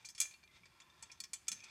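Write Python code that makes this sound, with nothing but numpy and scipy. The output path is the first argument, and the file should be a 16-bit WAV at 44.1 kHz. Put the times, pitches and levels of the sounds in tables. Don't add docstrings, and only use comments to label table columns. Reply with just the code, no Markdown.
import sys
import numpy as np
from scipy import signal
from scipy.fft import rfft, irfft
from scipy.io import wavfile

SR = 44100
rng = np.random.default_rng(int(sys.argv[2]) if len(sys.argv) > 2 else 0)


def master_out(mix):
    frames = np.transpose(np.atleast_2d(mix))
    ceiling = np.clip(frames, -1, 1)
    pcm = np.round(ceiling * 32767).astype(np.int16)
    wavfile.write(sys.argv[1], SR, pcm)


N = 74970
t = np.arange(N) / SR
freqs = np.fft.rfftfreq(2 * N, 1 / SR)
BASS_HZ, MIDDLE_HZ, TREBLE_HZ, FIZZ_HZ = 2270, 5700, 9700, 14000


def mechanism():
    # (time [s], level [dB], bass [dB], treble [dB], fizz [dB],
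    # fade time of the clatter [s], ring of the frame [dB], pitch of the struck part [Hz])
    clicks = [(0.049, -51, -3, -10.5, 0, 0.12, -13, 4500), (0.056, -54.5, -16, -10, 0, 0.099, 8, 6700),
              (0.0875, -54, 2.5, -2, 13, 0.089, 2.5, 4930), (0.102, -53.5, -31, -4, 4, 0.062, -6, 5300),
              (0.149, -57, 5, -3, -10, 0.13, 0, 5260), (0.1792, -53.5, 2.5, -6, 3, 0.18, 6, 3270),
              (0.183, -53, 1, 7, -3, 0.08, -5, 6900), (0.2021, -25.5, -3, 6, 15, 0.033, -8, 6640),
              (0.2121, -32, -2, 2, 7.5, 0.087, -7, 4850), (0.222, -42, 8.5, 5, -12, 0.17, -32, 6500),
              (1.025, -48.5, -2, 0, 2, 0.063, -3, 7800), (1.034, -52.5, 6.5, -5, -8, 0.0075, 1.5, 5300),
              (1.116, -53.5, -0.5, -8.5, -8, 0.082, 0.5, 5800), (1.2023, -41, -3, -4, 11, 0.038, 1, 4400),
              (1.2381, -45, 3, -10.5, 9, 0.043, -2.5, 5400), (1.252, -56, 4, -4, 8, 0.025, -2, 4520),
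              (1.333, -39.5, 2.5, 4, 10, 0.076, -3.5, 7620), (1.3389, -51, -5, -5, -4, 0.082, 3, 2930),
              (1.482, -31.3, 2, 1.5, 10, 0.041, -5, 6600),
              (1.5164, -35.5, -0.5, -5.5, 8, 0.036, -2.5, 6000), (1.519, -47.5, -1, 0, 2, 0.14, -5, 5750),
              (1.5275, -41, 9.5, 2.5, -4, 0.029, -11, 7550), (1.603, -60.5, 7, -12, -25, 0.031, 5, 2520),
              (1.640, -52, -1.5, -9.5, -8, 0.054, 3, 4440),
              (1.6846, -63.5, 10.5, -34, -17, 0.059, -2, 3620)]
    # (frequency [Hz], level [dB])
    click_colour = [(100, 4), (500, -21.5), (800, -19), (1100, -22), (1600, -11.5), (2300, -13.5),
                    (2800, -2), (3500, -5), (4400, -0.5), (5400, -0.5), (6600, 3), (8000, 1.5),
                    (9700, -8.5), (10400, -13.5), (11300, -12), (13500, -25), (16000, -30)]
    frame_hz = [905, 1075, 1335, 1730, 1890, 2200, 2345, 2378, 2470, 2830, 3334, 3490, 4118, 4425, 4662,
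                4786, 5098, 5184, 5440, 5610, 6089, 6191, 6258, 6382, 6547, 6706, 7046, 7139, 7585, 7854,
                8177, 8431, 9300, 9480, 9770]
    # (level [dB], fade time [s])
    frame_notes = [(-49, 0.073), (-27, 0.15), (-27, 0.19), (-31, 0.33), (-17.5, .077), (-18, 0.087),
                   (-16, 0.091), (-9, .07), (-19.5, 0.13), (-18.5, 0.054), (-12.5, .1), (-15, .1),
                   (-27.5, 0.1), (-8.5, .071), (-2, 0.019), (-25, .037), (-14.5, .029), (-12, 0.1),
                   (-3, 0.04), (-22, .039), (-22, .035), (-21, 0.087), (-15, 0.2), (-11, 0.094),
                   (-24.5, .07), (-30, .1), (-11, 0.11), (-21.5, .15), (-24, 0.045), (-10.5, 0.095),
                   (-15.5, .07), (-12.5, .09), (-4.5, 0.044), (-11.5, .045), (-7, .05)]
    part_count, attack_s = 190, 0.00078
    ring_time = t[:N // 3]
    tones = np.array([undb(db) * np.exp(2j * np.pi * hz * ring_time)
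                      for hz, (db, _) in zip(frame_hz, frame_notes)])
    losses = np.log(1000) / np.array(frame_notes)[:, 1:] * ring_time
    places = (np.arange(part_count) + rng.random(part_count)) / part_count
    parts = np.zeros(len(freqs))
    parts[(places * len(freqs)).astype(int)] = rng.rayleigh(size=part_count)
    out = np.zeros(N)
    for start, db, bass_db, treble_db, fizz_db, t60, ring_db, hz in clicks:
        contact = tilt(bass_db, treble_db, fizz_db)
        colour = curve(click_colour) * curve(contact) * struck_part(hz)
        crack = undb(-5) * burst(colour, t60=0.03)
        clatter = unit(irfft(parts * colour * phases(len(freqs)))[:N])
        body = undb(1) * clatter * fade(t60)
        mix = curve(contact, np.array(frame_hz)) * struck_part(hz, np.array(frame_hz))
        mix = mix * undb(3.5 * rng.standard_normal(len(frame_hz))) * phases(len(frame_hz))
        damping = (0.085 / t60) ** 0.3
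        frame_ring = (mix @ (tones * np.exp(-losses * damping))).imag
        body[:len(ring_time)] += undb(ring_db) * frame_ring
        rise = 1 - np.exp(-t / attack_s)
        add(out, start, undb(db) * (crack + body * rise))
    return signal.sosfilt(signal.butter(3, 670, "high", fs=SR, output="sos"), out)


def steel_part():
    # (time [s], level [dB], treble [dB])
    pings = [(0.047, -57.5, -8.5), (0.2124, -45, -1.5), (0.255, -54, -10), (0.336, -60.5, -20.5),
             (0.431, -65.5, -18)]
    steel_hz = [1735, 2378, 3325, 5181, 6243, 7135, 8440, 9652]
    # (level [dB], fade time [s])
    steel_notes = [(-19.5, 0.33), (4, 0.15), (-19, 0.24), (-13, 0.19), (-5, .18), (-2.5, 0.19), (-4.5, .12),
                   (-9.5, 0.2)]
    out = np.zeros(N)
    for start, db, treble_db in pings:
        for hz, (note_db, t60) in zip(steel_hz, steel_notes):
            touch = curve([(steel_hz[1], 0), (MIDDLE_HZ, treble_db)], hz)
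            chatter_db = 4 * flicker(per_second=83)
            add(out, start, touch * ring(hz, t60) * undb(db + note_db + chatter_db))
    return out


def knocks():
    # (time [s], level [dB], brightness [dB], rattle fade time [s], pitch [Hz], note level [dB])
    hits = [(0.310, -57.5, 8, 0.13, 4300, -7), (0.339, -56.5, 2, .05, 4400, -1),
            (0.431, -65, 1, 0.026, 4360, 1.5), (0.437, -58, -2.5, 0.03, 4480, -10),
            (0.4765, -61, -2, 0.024, 3720, -12), (0.5655, -59.5, -8, 0.059, 3650, -4),
            (0.634, -61.5, -8, 0.048, 2290, 6), (0.656, -57, 3, 0.07, 4730, -11),
            (0.802, -54, 4.5, 0.055, 7050, -8), (0.818, -60, 3, 0.056, 3460, 0),
            (0.9005, -61.5, 2, 0.024, 3590, -1.5), (1.026, -59, -13, 0.05, 905, -1.5),
            (1.099, -56.5, -18, 0.09, 2460, -5), (1.333, -62.5, 6, .1, 1074, 3),
            (1.360, -56, 9, 0.033, 3090, -5), (1.471, -57.5, 5, 0.028, 2360, -10),
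            (1.636, -55.5, -6, 0.12, 6040, -2)]
    # (frequency [Hz], level [dB])
    knock_colour = [(200, -23), (600, -3), (1000, -0.5), (2300, 2), (4500, -2), (6500, 3), (9000, -4.5),
                    (12000, -56), (16000, -40)]
    out = np.zeros(N)
    for start, db, bright_db, t60, hz, note_db in hits:
        contact = tilt(-bright_db / 2, bright_db, bright_db)
        colour = track_plate() * curve(knock_colour) * struck_part(hz) * curve(contact)
        note = undb(note_db) * ring(hz, t60=0.085)
        add(out, start, undb(db) * (burst(colour, t60) + note))
    return out


def rolling():
    # (time [s], level [dB])
    loudness = [(0, -67.5), (.14, -82.5), (.27, -70), (.33, -80.5), (.39, -76.5), (.49, -81.5), (.56, -69),
                (.60, -76), (.70, -77), (.78, -71), (.86, -76.5), (1.0, -71.5), (1.17, -74.5),
                (1.30, -83.5), (1.46, -73.5), (1.58, -67.5), (1.625, -71), (1.655, -67.5), (1.7, -62.5)]
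    # (frequency [Hz], level [dB])
    roll_colour = [(200, -5.5), (550, 4.5), (1000, 2), (1600, 5.5), (2400, 1), (4000, 1), (6500, 1),
                   (9000, -3.5), (12000, -58), (16000, -45)]
    # (start [s], length [s], level [dB], pitch [Hz])
    grooves = [(0.449, 0.18, -76, 2090), (0.502, 0.091, -81, 3650), (0.638, 0.4, -79.5, 1030),
               (0.75, 0.43, -82, 1767), (0.9, 0.34, -80.5, 1020), (1.567, 0.2, -67.5, 2500)]
    bumps_per_s, spot_count = 2600, 12
    bumps = (rng.random(N) < bumps_per_s / SR) * rng.choice([-1, 1], N)
    bumps = bumps * undb(rng.standard_normal(N))
    spot_times, step = np.linspace(0, t[-1], spot_count, retstep=True)
    out = np.zeros(N)
    for spot_time in spot_times:
        nearness = np.sqrt(np.maximum(1 - abs(t - spot_time) / step, 0))
        out += nearness * shape(bumps, track_plate() * curve(roll_colour))
    level_db = np.interp(t, *np.array(loudness).T)
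    out *= undb(level_db - 0.5 * flicker(per_second=13.2))
    for start, length, db, hz in grooves:
        swell = np.sin(np.pi * np.clip((t - start) / length, 0, 1))
        out += undb(db) * swell * shape(bumps, resonance(hz, 90) ** 2)
    return out


def track_plate():
    # (pitch [Hz], width [Hz], level [dB])
    peaks = [(903, 48, 9), (1069, 34, 11), (1359, 21, 13), (1829, 86, 7.5), (2180, 310, -8),
             (2396, 120, 17.5), (2440, 30, 8), (2714, 23, 15), (3360, 70, 13.5), (3614, 130, 12),
             (4370, 160, 7.5), (4950, 390, 7), (5470, 50, 5.5), (6230, 34, 10.5)]
    spot_db = 3 * rng.standard_normal(len(peaks))
    power = sum((undb(db + extra_db) * resonance(hz, width)) ** 2
                for (hz, width, db), extra_db in zip(peaks, spot_db))
    return np.sqrt(1 + power)


def bench():
    # (time [s], level [dB], pitch [Hz])
    thuds = [(0.602, -71.5, 121), (0.981, -72, 90), (1.186, -76.5, 196), (1.499, -67.5, 190)]
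    rise_s = 0.024
    swell = t / rise_s * np.exp(1 - t / rise_s)
    out = np.zeros(N)
    for start, db, hz in thuds:
        rumble = shape(rng.standard_normal(N), hump(hz, octaves=0.64))
        add(out, start, undb(db) * rumble * swell)
    return out


def workshop(x):
    # (frequency [Hz], level [dB])
    air_colour = [(20, -40), (35, -9.5), (55, 1), (110, 1), (200, -4), (300, -9), (365, -2.5), (450, -17),
                  (1000, -10), (2500, -14), (6000, -25), (10000, -23), (14800, -27), (15800, -45)]
    echo_colour, delay_s = [(3000, -3.5), (8000, -7.5), (15000, -2.5)], 0.024
    tail = shape(rng.standard_normal(N), curve(echo_colour)) * fade(t60=0.37) * (t > delay_s)
    echo = signal.fftconvolve(x, tail / np.sqrt(np.sum(tail ** 2)))[:N]
    air = shape(rng.standard_normal(N), curve(air_colour))
    return x + undb(-19) * echo + undb(-73.5) * air


def tilt(bass_db, treble_db, fizz_db):
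    return [(BASS_HZ, bass_db), (MIDDLE_HZ, 0), (TREBLE_HZ, treble_db), (FIZZ_HZ, fizz_db)]


def struck_part(hz, at=freqs):
    return undb(6 * hump(hz, octaves=0.1, at=at))


def hump(hz, octaves, at=freqs):
    return np.exp(-.5 * (np.log2((at + 1) / hz) / octaves) ** 2)


def resonance(hz, width):
    return 1 / np.sqrt(1 + (2 * (freqs - hz) / width) ** 2)


def burst(gain, t60):
    cepstrum = irfft(np.log(unit(gain)))
    cepstrum[1:N] *= 2
    cepstrum[N + 1:] = 0
    noise = rng.standard_normal(N) * fade(t60)
    return irfft(rfft(noise, 2 * N) * np.exp(rfft(cepstrum)))[:N]


def ring(hz, t60):
    return np.sin(2 * np.pi * hz * t) * fade(t60)


def fade(t60):
    return np.exp(-np.log(1000) * t / max(t60, .005))


def flicker(per_second):
    turns = np.arange(0, t[-1] + 1 / per_second, 1 / per_second)
    return np.interp(t, turns, rng.standard_normal(N)[:len(turns)])


def phases(count):
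    return np.exp(2j * np.pi * rng.random(count))


def curve(points, at=freqs):
    hz, db = np.array(points).T
    return undb(np.interp(np.log(at + 1), np.log(hz), db))


def shape(x, gain):
    return unit(irfft(rfft(x, 2 * N) * gain)[:N])


def unit(x):
    return x / np.sqrt(np.mean(x ** 2))


def undb(db):
    return 10 ** (np.asarray(db) / 20)


def add(out, start, sound):
    i = max(int(start * SR), 0)
    out[i:] += sound[:N - i]


def scene():
    return workshop(mechanism() + steel_part() + rolling() + knocks() + bench())[None]


def record(dry):
    top_hz = 16300
    return signal.sosfilt(signal.ellip(8, .2, 70, top_hz, fs=SR, output="sos"), dry)


dry = scene()
out = record(dry)
master_out(out)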